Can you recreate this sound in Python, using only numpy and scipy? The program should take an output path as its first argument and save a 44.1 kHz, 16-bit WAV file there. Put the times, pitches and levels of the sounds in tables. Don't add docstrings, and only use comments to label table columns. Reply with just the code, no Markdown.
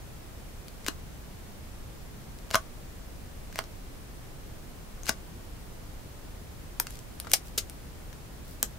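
import sys
import numpy as np
from scipy import signal
from scipy.fft import rfft, irfft
from scipy.io import wavfile

SR = 44100
rng = np.random.default_rng(int(sys.argv[2]) if len(sys.argv) > 2 else 0)


def transcribe(u):
    v = np.clip(np.atleast_2d(u).T, -1, 1)
    q = np.round(v * 32767).astype(np.int16)
    wavfile.write(sys.argv[1], SR, q)


N = 387198
SIZE = 8192
AGE = np.arange(SIZE) / SR

# frequency_hz, density_db
FLOOR_SPECTRUM = [(8.8, -48), (15, 1), (59, -2), (237, -13.5), (282, -15), (316, -15.5), (377, -17),
                  (714, -21.5), (849, -23.5), (927, -24), (1100, -25), (2210, -29.5), (3850, -32.5),
                  (10600, -35.5), (15500, -36.5)]
# frequency_hz, coherence (0 to 1)
FLOOR_COHERENCE = [(50, 0.78), (130, 0.63), (290, 0.34), (640, 0.16), (1400, .07), (3000, 0)]
FLOOR_SHARED_DB = -44
HISS_TOP_HZ, OUTPUT_TOP_HZ = 15750, 16300
OUTPUT_CEILING = .84

# low_hz, high_hz
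BLOW_RANGES = [(350, 2000), (2000, 7000), (7000, 16000)]
BLOW_S = .005

# frequency_hz, relative_level_db, t60_s
PAGE_MODES = [(652, -3, .1), (905, -7, .12), (1079, 0, .12), (1157, -5, .12), (1293, -4, .1),
              (1497, -8, .1), (1891, -9, .08), (2850, -12, .06), (6500, -9, .07)]
# frequency_hz, relative_level_db
PAGE_COLOUR = [(100, 0), (330, 2.5), (520, 1), (650, 6.5), (810, 0.5), (1100, 2), (1500, 3.5), (2200, -4),
               (3400, -9), (5000, -7.5), (9000, -10.5), (16000, -14)]
# frequency_hz, relative_level_db, t60_s
FILM_MODES = [(1410, -17, 0.061), (2390, 5, 0.073), (3890, -1, 0.079), (5097, -9, .08), (5500, -1, 0.076),
              (5616, -13, .07), (6460, 0, 0.048), (6700, 2, .07), (7340, -11, 0.062), (9900, 9, .05),
              (12900, -5, .08)]
# frequency_hz, relative_level_db
FILM_COLOUR = [(100, -15), (450, 0), (900, -4.5), (1400, 1), (2000, -4.5), (3100, -5.5), (5300, -1.5),
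               (8000, 0), (10500, 0.5), (13000, 0.5), (16000, -5)]

# start_s, level_db, pitch_hz, resonance_boost_db, left_minus_right_db
INK_TACKS = [(.683, -46.5, 4500, 8, 7), (0.8647, -33, 2890, -4, 4), (.8708, -43, 4000, 5, 5),
             (2.388, -54, 4500, 3, 1), (2.5054, -40, 2200, -3, -1), (2.5114, -32.5, 1900, 2, 3),
             (2.541, -32, 2400, -5, 0), (3.5272, -46.5, 1900, 3, 1), (3.558, -36, 2000, 3, 2),
             (3.5836, -41, 2400, -1, 4), (3.64, -45, 1900, 2, 1), (5.034, -42.5, 6400, 20, 11),
             (5.0676, -38.5, 2400, 0, 9)]
# start_s, length_s, last_slip_level_db, left_minus_right_db
STAMP_PEELS = [(.873, .009, -34.5, 2), (2.523, 0.015, -38.5, 5), (3.563, .02, -50, 1),
               (5.073, .018, -28, 8)]
PEEL_HZ, PEEL_RISE_DB, PEEL_CYCLES = 3500, 16.5, 9.9
# start_s, body_db, crack_db, tick_db, crackle_ms, left_minus_right_db,
# low_hz, low_boost_db, high_hz, high_boost_db, bump_hz, bump_db
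PAGE_SLAPS = [(.884, -30, -29.5, -33, 1.44, 4.5, 1750, 3.5, 6500, 5, 295, -22.5),
              (2.545, -19.5, -24, -35, 1.4, 4, 1000, 13, 1450, 6, 199, -30),
              (2.5541, -18.5, -23.5, -27.5, 3.4, 0, 1120, 7.5, 6000, 5, 250, -33.5),
              (3.5897, -27.5, -30, -38, 1.1, 0.5, 1400, 9, 2080, 7, 410, -38),
              (5.0933, -26, -24.5, -27, 2.1, 3.5, 1120, 5, 6000, 6, 222, -26)]
BUMP_T60_S = 0.032
BOOK_HZ, BOOK_DB = 129, -8.5

# start_s, length_s, centre_hz, level_db
LIGHT_RUBS = [(0.794, 0.1, 4500, -58), (3.49, 0.18, 4000, -57.5), (5.045, 0.04, 5000, -48),
              (6.876, 0.093, 5500, -56), (7.441, 0.065, 7500, -55.5), (8.432, .14, 10000, -57.5)]

# start_s, body_db, crack_db, tick_db, crackle_ms, left_minus_right_db,
# low_hz, low_boost_db, high_hz, high_boost_db, bump_hz, bump_db, flick_db
FILM_SNAPS = [(6.799, -29.5, -36.5, -23, 1.3, 3.5, 950, 7, 13500, 9, 560, -46, -24.5),
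              (7.3336, -27.5, -16.5, -17.5, 4.7, 2.5, 805, 7, 5360, 4.5, 380, -33, -25),
              (7.5776, -40.5, -25, -28, 8.5, 2.5, 794, 5, 6500, 6, 440, -30.5, -32),
              (8.6288, -33.5, -32, -36, .8, 3.5, 860, 7, 2940, 7, 230, -34, -20.5)]
FLICK_HZ, BUCKLE_DELAY_S = 11100, 0.00121
# start_s, level_db, pitch_hz, resonance_boost_db, left_minus_right_db
NAIL_CLICKS = [(6.8693, -36.5, 2720, 10, 1), (6.907, -44.5, 10000, 3, 3), (6.9906, -47.5, 5800, 12, 2),
               (7.2008, -33, 10500, -1, 6), (7.247, -44.5, 900, 3, 2), (7.27, -37.5, 700, 5, 4),
               (7.317, -29, 10000, -1, 3), (7.698, -42, 11200, 7, 4), (8.129, -46, 1500, 7, 5)]
# start_s, length_s, last_slip_level_db, left_minus_right_db
FILM_CRINKLES = [(6.924, .049, -52, 2), (7.297, 0.017, -46.5, 4)]
CRINKLE_HZ, CRINKLE_RISE_DB, CRINKLE_CYCLES = 6000, 3, 7.1
# frequency_hz, left_lead_rad
PORT_PHASE = [(6000, 0.6), (8000, 1.1), (16000, 1.6)]
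LOWERED_S = 7.5

TICK_FALL_DB_PER_OCTAVE, TACK_CYCLES, CLICK_CYCLES = 4.5, 2.1, 2.8
SLIP_JITTER, SLIP_SCATTER_DB = .12, 2


def undb(db):
    return 10 ** (np.asarray(db) / 20)


def rms(x):
    return np.sqrt(np.mean(x ** 2)) + 1e-12


def along(points, hz):
    f, value = np.transpose(points)
    return np.interp(np.log(hz + 1e-3), np.log(f), value)


def band(x, lo_hz, hi_hz):
    sos = signal.butter(2, [lo_hz, min(hi_hz, .45 * SR)], "band", fs=SR, output="sos")
    return signal.sosfiltfilt(sos, x, padtype=None)


def add(out, s, sound):
    i = int(s * SR)
    out[:, i:i + sound.shape[-1]] += sound[..., :N - i]


def fade(t60):
    return np.exp(-np.log(1000) * AGE / t60)


def convolve(x, response):
    return signal.fftconvolve(x, np.atleast_2d(response), axes=1)[:, :x.shape[1]]


def floor():
    hz = np.fft.rfftfreq(N, 1 / SR)
    colour = undb(along(FLOOR_SPECTRUM, hz)) * (hz < HISS_TOP_HZ)
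    coherence = np.clip(along(FLOOR_COHERENCE, hz), 0, 1)

    def noise(power):
        return irfft(rfft(rng.standard_normal(N)) * colour * np.sqrt(power), N)

    mid = noise(1 + coherence)
    side = noise(1 - coherence)
    return undb(FLOOR_SHARED_DB) * np.array([mid + side, mid - side]) / rms(mid)


def sheet(grips, colour, modes, ring_db, q):
    cepstrum = irfft(np.log(undb(along(colour, np.fft.rfftfreq(SIZE, 1 / SR)))))
    cepstrum[1:SIZE // 2] *= 2
    cepstrum[SIZE // 2 + 1:] = 0
    crack = irfft(np.exp(rfft(cepstrum)))
    ring = np.zeros(SIZE)
    for hz, db, t60 in modes:
        detuned_hz = hz * (1 + 0.006 * rng.standard_normal())
        ring += undb(db) * fade(t60) * np.sin(2 * np.pi * detuned_hz * AGE)
    response = crack / rms(crack) + undb(ring_db) * ring / rms(ring)
    for hz, db in grips:
        resonance = signal.lfilter(*signal.iirpeak(min(hz, .45 * SR), q, fs=SR), response)
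        response = response + (undb(db) - 1) * resonance
    return response


def snap(blow, response, grit, scatter, width):
    *levels_db, crackle_ms, pan_db = blow
    progress = 1000 * AGE / max(crackle_ms, .1)
    strength = np.exp(scatter * rng.standard_normal(SIZE) - scatter ** 2)
    grains = rng.standard_normal((3, SIZE)) * strength
    envelope = np.exp(-progress) * (1 - np.exp(-progress / 0.081))
    push = grit * (grains[0] + width * grains[1:]) * envelope
    push[:, 0] = 1 / (1 + (crackle_ms / 3.5) ** 2)
    lead = int(BLOW_S * SR)
    sound = np.pad(convolve(push, response), ((0, 0), (lead, 0)))
    shaped = 0
    for db, (lo_hz, hi_hz) in zip(levels_db, BLOW_RANGES):
        part = band(sound, lo_hz, hi_hz)
        shaped = shaped + undb(db) * part / (np.sqrt(2) * rms(part[:, :2 * lead]))
    sides = undb(np.array([[pan_db], [-pan_db]]) / 2)
    return shaped * sides / rms(sides)


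def tick(db, hz, cycles, pan_db):
    centres_hz = np.sqrt(np.prod(BLOW_RANGES, axis=1))
    octaves = np.abs(np.log2(centres_hz / hz))
    crackle_ms = 1000 * cycles / hz
    return (*(db - TICK_FALL_DB_PER_OCTAVE * octaves), crackle_ms, pan_db)


def slips(runs, hz, rise_db, cycles, count):
    for s, length, db, pan_db in runs:
        for progress in np.linspace(0, 1, count):
            late, strong = rng.standard_normal(2)
            level_db = db - rise_db * (1 - progress) + SLIP_SCATTER_DB * strong
            slip_s = s + length * (progress + SLIP_JITTER * late / count)
            yield slip_s, tick(level_db, hz, cycles, pan_db)


def bump(hz, db):
    swing = fade(BUMP_T60_S) * (1 - np.exp(-AGE / 0.0007))
    return -undb(db) * swing * np.sin(2 * np.pi * hz * AGE)


def page(blow, grips):
    response = sheet(grips, PAGE_COLOUR, PAGE_MODES, ring_db=-12.5, q=9.1)
    return snap(blow, response, grit=0.25, scatter=0.74, width=0.58)


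def stamp():
    out = np.zeros((2, N))
    for s, db, hz, boost_db, pan_db in INK_TACKS:
        add(out, s - BLOW_S, page(tick(db, hz, TACK_CYCLES, pan_db), [(hz, boost_db)]))
    for s, blow in slips(STAMP_PEELS, PEEL_HZ, PEEL_RISE_DB, PEEL_CYCLES, count=5):
        add(out, s - BLOW_S, page(blow, []))
    for s, *blow, low_hz, low_db, high_hz, high_db, bump_hz, bump_db in PAGE_SLAPS:
        body_db = blow[0]
        add(out, s - BLOW_S, page(blow, [(low_hz, low_db), (high_hz, high_db)]))
        add(out, s, bump(bump_hz, bump_db) + bump(BOOK_HZ, body_db + BOOK_DB))
    return out


def rubs():
    out = np.zeros((2, N))
    for s, length, hz, db in LIGHT_RUBS:
        n = int(length * SR)
        catches = np.repeat(undb(6 * rng.standard_normal(n // 64 + 1)), 64)[:n]
        grains = band(rng.standard_normal((2, n)) * catches, hz * 0.29, hz * 2.25)
        grains = grains * np.sqrt(np.hanning(n))
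        add(out, s, undb(db) * grains / rms(grains))
    return out


def film(blow, grips):
    response = sheet(grips, FILM_COLOUR, FILM_MODES, ring_db=-28.5, q=11.0)
    return snap(blow, response, grit=0.4, scatter=0.48, width=0.77)


def ports(sound):
    n = sound.shape[1]
    turn = np.exp(-1j * along(PORT_PHASE, np.fft.rfftfreq(n, 1 / SR)))
    return np.array([sound[0], irfft(rfft(sound[1]) * turn, n)])


def sticker():
    out = np.zeros((2, N))
    blows = []
    for s, db, hz, boost_db, pan_db in NAIL_CLICKS:
        blows.append((s, tick(db, hz, CLICK_CYCLES, pan_db), [(hz, boost_db)]))
    for s, blow in slips(FILM_CRINKLES, CRINKLE_HZ, CRINKLE_RISE_DB, CRINKLE_CYCLES, count=4):
        blows.append((s, blow, []))
    for s, *buckle, low_hz, low_db, high_hz, high_db, bump_hz, bump_db, flick_db in FILM_SNAPS:
        grips = [(low_hz, low_db), (high_hz, high_db)]
        flick = tick(flick_db, FLICK_HZ, CLICK_CYCLES, pan_db=buckle[-1])
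        blows += [(s, flick, grips), (s + BUCKLE_DELAY_S, buckle, grips)]
        add(out, s + BUCKLE_DELAY_S, bump(bump_hz, bump_db))
    for s, blow, grips in blows:
        sound = film(blow, grips)
        add(out, s - BLOW_S, ports(sound) if s < LOWERED_S else sound)
    return out


def reflections(x, wet_db, t60, build_s, top_hz):
    tail = rng.standard_normal((2, SIZE)) * fade(t60) * (1 - np.exp(-(AGE / build_s) ** 2))
    tail = signal.sosfilt(signal.butter(2, min(top_hz, .45 * SR), fs=SR, output="sos"), tail)
    return undb(wet_db) * convolve(x, tail / (rms(tail) * np.sqrt(SIZE)))


def scene():
    handling = stamp() + rubs() + sticker()
    desk = reflections(handling, wet_db=-13.5, t60=0.018, build_s=0.0018, top_hz=15000)
    walls = reflections(handling, wet_db=-12.0, t60=0.11, build_s=0.0055, top_hz=12900)
    return floor() + handling + desk + walls


def record(dry):
    rounded = dry / (1 + (dry / OUTPUT_CEILING) ** 8) ** (1 / 8)
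    return signal.sosfilt(signal.ellip(8, .2, 70, OUTPUT_TOP_HZ, fs=SR, output="sos"), rounded)


dry = scene()
out = record(dry)
transcribe(out)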